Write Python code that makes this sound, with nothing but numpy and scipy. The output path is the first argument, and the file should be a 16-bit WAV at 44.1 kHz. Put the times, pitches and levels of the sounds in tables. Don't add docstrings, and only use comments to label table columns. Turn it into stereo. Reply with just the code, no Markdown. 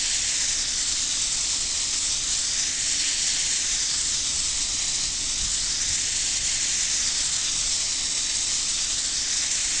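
import sys
import numpy as np
from scipy import signal
from scipy.fft import rfft, irfft, next_fast_len
from scipy.io import wavfile
from scipy.ndimage import uniform_filter1d, map_coordinates

SR = 44100
rng = np.random.default_rng(int(sys.argv[2]) if len(sys.argv) > 2 else 0)


def store_pcm(level_fs):
    pcm = np.round(np.clip(level_fs, -1, 1) * 32767).astype(np.int16)
    wavfile.write(sys.argv[1], SR, np.atleast_2d(pcm).T)


N = 432180
TIME_S = np.arange(N) / SR
SAMPLER_HZ = 16000


def amp(db):
    return 10 ** (np.asarray(db) / 20)


def unit_rms(x):
    return x / np.sqrt(np.mean(x ** 2) + 1e-20)


def curve(rows):
    return np.interp(TIME_S, *np.transpose(rows))


def swells(rows):
    return sum(amp(db) * np.exp(-((TIME_S - peak_s) / width_s) ** 2) for peak_s, db, width_s in rows)


def wobble(rate_hz):
    knots = rng.standard_normal(int(N * rate_hz / SR) + 4)
    return map_coordinates(knots, [TIME_S * rate_hz])


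def filtered(x, response):
    size = next_fast_len(N + SR // 2)
    return irfft(rfft(x, size) * response(np.fft.rfftfreq(size, 1 / SR)), size)[:N]


def coloured(x, spectrum):
    hz, db = np.transpose(spectrum)
    shaped = filtered(x, lambda f: amp(np.interp(np.log(f + 1), np.log(hz), db)) * (f < SAMPLER_HZ / 2))
    return unit_rms(shaped)


def turbulence(patchy_db):
    bins = signal.stft(rng.standard_normal(N), nperseg=256)[2]
    patches = uniform_filter1d(rng.standard_normal(bins.shape), size=9, axis=0)
    patches = unit_rms(uniform_filter1d(patches, size=12, axis=1))
    return unit_rms(signal.istft(bins * amp(patchy_db * patches), nperseg=256)[1][:N])


def impacts(per_s, spread_db):
    hits = rng.random(N) < per_s / SR
    return unit_rms(hits * rng.choice([-1, 1], N) * amp(spread_db * rng.standard_normal(N)))


# time in seconds, level in dB.
RUMBLE_LEVELS = [(0, -42.7), (2.2, -43), (3, -45), (3.9, -44), (4.4, -39.8), (5.3, -41.8), (6.9, -42.2),
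                 (9.3, -45), (9.8, -41.5)]
# centre in seconds, peak level in dB, half-width in seconds.
GUST_THUMPS = [(4.36, -43, 0.042), (5.45, -36, 0.05), (5.92, -36.5, 0.026)]
# frequency in Hz, relative density in dB.
RUMBLE_SPECTRUM = [(5, -5), (15, 3.5), (45, -2.5), (80, -7.5), (130, -14.5), (250, -25), (800, -60)]
THUMP_SPECTRUM = [(15, -8), (50, 6), (120, -3), (250, -13.5), (600, -45)]


def breeze():
    rumble_db = curve(RUMBLE_LEVELS) + .98 * wobble(9)
    rumble = amp(rumble_db) * coloured(rng.standard_normal(N), RUMBLE_SPECTRUM)
    thumps = swells(GUST_THUMPS) * coloured(rng.standard_normal(N), THUMP_SPECTRUM)
    return rumble + thumps


# frequency in Hz, mean amplitude in dB.
ENGINE_TONES = [(45.3, -56.5), (145, -60), (193.3, -66.5), (290, -60.5), (380, -61), (580, -65.5),
                (760, -62.5)]
# frequency in Hz, relative density in dB.
DRONE_SPECTRUM = [(40, -23), (100, -13.5), (145, 0.5), (215, -3), (245, 1.5), (300, 1.5), (345, -6.5),
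                  (480, -10), (800, -19.5), (2000, -26.5)]


def pump_engine():
    engine_time_s = np.cumsum(1 + .001 * wobble(2.5)) / SR
    tones = np.zeros(N)
    for hz, db in ENGINE_TONES:
        tones += amp(db + 1.8 * wobble(3)) * np.sin(2 * np.pi * (hz * engine_time_s + rng.random()))
    drone = amp(-51) * coloured(rng.standard_normal(N), DRONE_SPECTRUM)
    return tones + drone


# time in seconds, reach from 0 (at the boots) to 1 (far out).
LANCE_TURNS = [(-.4, .055), (1.8, .85), (3.12, .1), (4.84, .91), (6.35, .13), (8.23, 0.97), (9.8, .16)]


def lance_reach(linger=1.75):
    turn_s, reach = np.transpose(LANCE_TURNS)
    turns = np.arange(len(turn_s))
    stroke = np.interp(TIME_S, turn_s, turns)
    eased = np.floor(stroke) + np.sin(np.pi / 2 * (stroke % 1)) ** 2
    return np.interp(eased, turns, reach ** (1 / linger)) ** linger


def suit_paths(count):
    near_ms = rng.uniform(1.9, 2.8, count)
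    far_ms = near_ms + rng.uniform(.9, 1.4, count)
    gain = .05 * rng.choice([-1, 1], count)
    return list(zip(near_ms, far_ms, gain, gain))


# near delay in ms, far delay in ms, near gain, far gain.
CLOSE_PATHS = [(.127, .591, -.25, -.075), (.221, .696, -.055, -.1), (.333, 1.081, .11, .075),
               (.341, .303, .188, .083), (.442, .404, .125, .073), (.515, 1.201, -.075, -.08),
               (.549, .527, .101, .132), (.734, 1.435, -.09, -.035), (.751, .691, -.081, -0.064),
               (.762, 1.098, -.075, .05), (1.261, 1.194, -.065, -.05), (1.65, 1.65, .075, .075),
               (1.925, 1.9, .06, .01)]


def add_reflections(direct, reach, corner_hz=1000):
    treble = filtered(direct, lambda f: f ** 4 / (f ** 4 + corner_hz ** 4))
    heard = direct.copy()
    for near_ms, far_ms, near_gain, far_gain in CLOSE_PATHS + suit_paths(count=4):
        delay_samples = (near_ms + (far_ms - near_ms) * reach) * SR / 1000
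        gain = near_gain + (far_gain - near_gain) * reach
        heard += gain * map_coordinates(treble, [np.arange(N) - delay_samples])
    return heard


# time in seconds, offset in dB.
WASH_DRIFT = [(0, .5), (6.3, -.6), (6.7, .6), (9, 0), (9.8, 1.8)]
# frequency in Hz, relative density in dB.
WASH_SPECTRUM = [(200, -22), (480, -11.5), (650, -6.5), (900, -6.8), (1550, -3), (1850, 0), (2600, -0.7),
                 (4000, -8.5), (8000, -28)]


def spray_wash(reach, feed_db, sputter_db):
    drops = .5 * impacts(per_s=900, spread_db=3.5)
    level_db = -40.6 - 1.4 * reach + feed_db + curve(WASH_DRIFT) + .65 * sputter_db
    return amp(level_db) * coloured(turbulence(patchy_db=1.13) + drops, WASH_SPECTRUM)


# centre in seconds, peak level in dB, half-width in seconds.
GRIT_CLUMPS = [(1.94, -34.5, .022), (2.65, -39, .02), (3.06, -33, .023), (7.48, -33, .015),
               (8.79, -31, .02)]
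# frequency in Hz, relative density in dB.
SPIT_SPECTRUM = [(600, -26), (1300, -6.5), (2500, 3), (4500, 1.5), (8000, -10)]


def grit_spits():
    return swells(GRIT_CLUMPS) * coloured(impacts(per_s=4000, spread_db=3), SPIT_SPECTRUM)


# frequency in Hz, relative density in dB.
HISS_SPECTRUM = [(300, -52), (900, -23), (1600, -21), (2400, -16.5), (3000, -10), (3700, -6), (4500, -3.5),
                 (5500, -1.55), (6500, -1), (7200, .3), (8000, 2.4)]


def jet_hiss(reach, feed_db, sputter_db):
    grit = .39 * impacts(per_s=2500, spread_db=4)
    level_db = -24 - 1.6 * reach + feed_db + sputter_db
    return amp(level_db) * coloured(turbulence(patchy_db=.8) + grit, HISS_SPECTRUM)


# time in seconds, offset in dB.
FEED_DRIFT = [(0, .1), (2, .2), (2.8, -.6), (3.3, 1), (4, -.3), (4.6, .5), (5.35, -.9), (6.6, .2),
              (8.3, .2), (9.25, -.6), (9.8, .4)]


def blasting_lance():
    reach, feed_db = lance_reach(), curve(FEED_DRIFT)
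    sputter_db = .3 * wobble(16) + .51 * wobble(28) + .7 * wobble(85)
    hiss = jet_hiss(reach, feed_db, sputter_db)
    wash = spray_wash(reach, feed_db, sputter_db)
    return add_reflections(hiss + wash + grit_spits(), reach)


def scene():
    mono = blasting_lance() + pump_engine() + breeze()
    return np.array([mono, mono])


def record(dry):
    skirt_hz, top_hz = 610, 10740
    mirrored = dry[0] * (1 + 2 * np.cos(2 * np.pi * SAMPLER_HZ * TIME_S))
    smoothed = filtered(mirrored, lambda f: (f < top_hz) / (1 + np.exp((f - SAMPLER_HZ / 2) / skirt_hz)))
    return np.array([smoothed, smoothed])


dry = scene()
out = record(dry)
store_pcm(out)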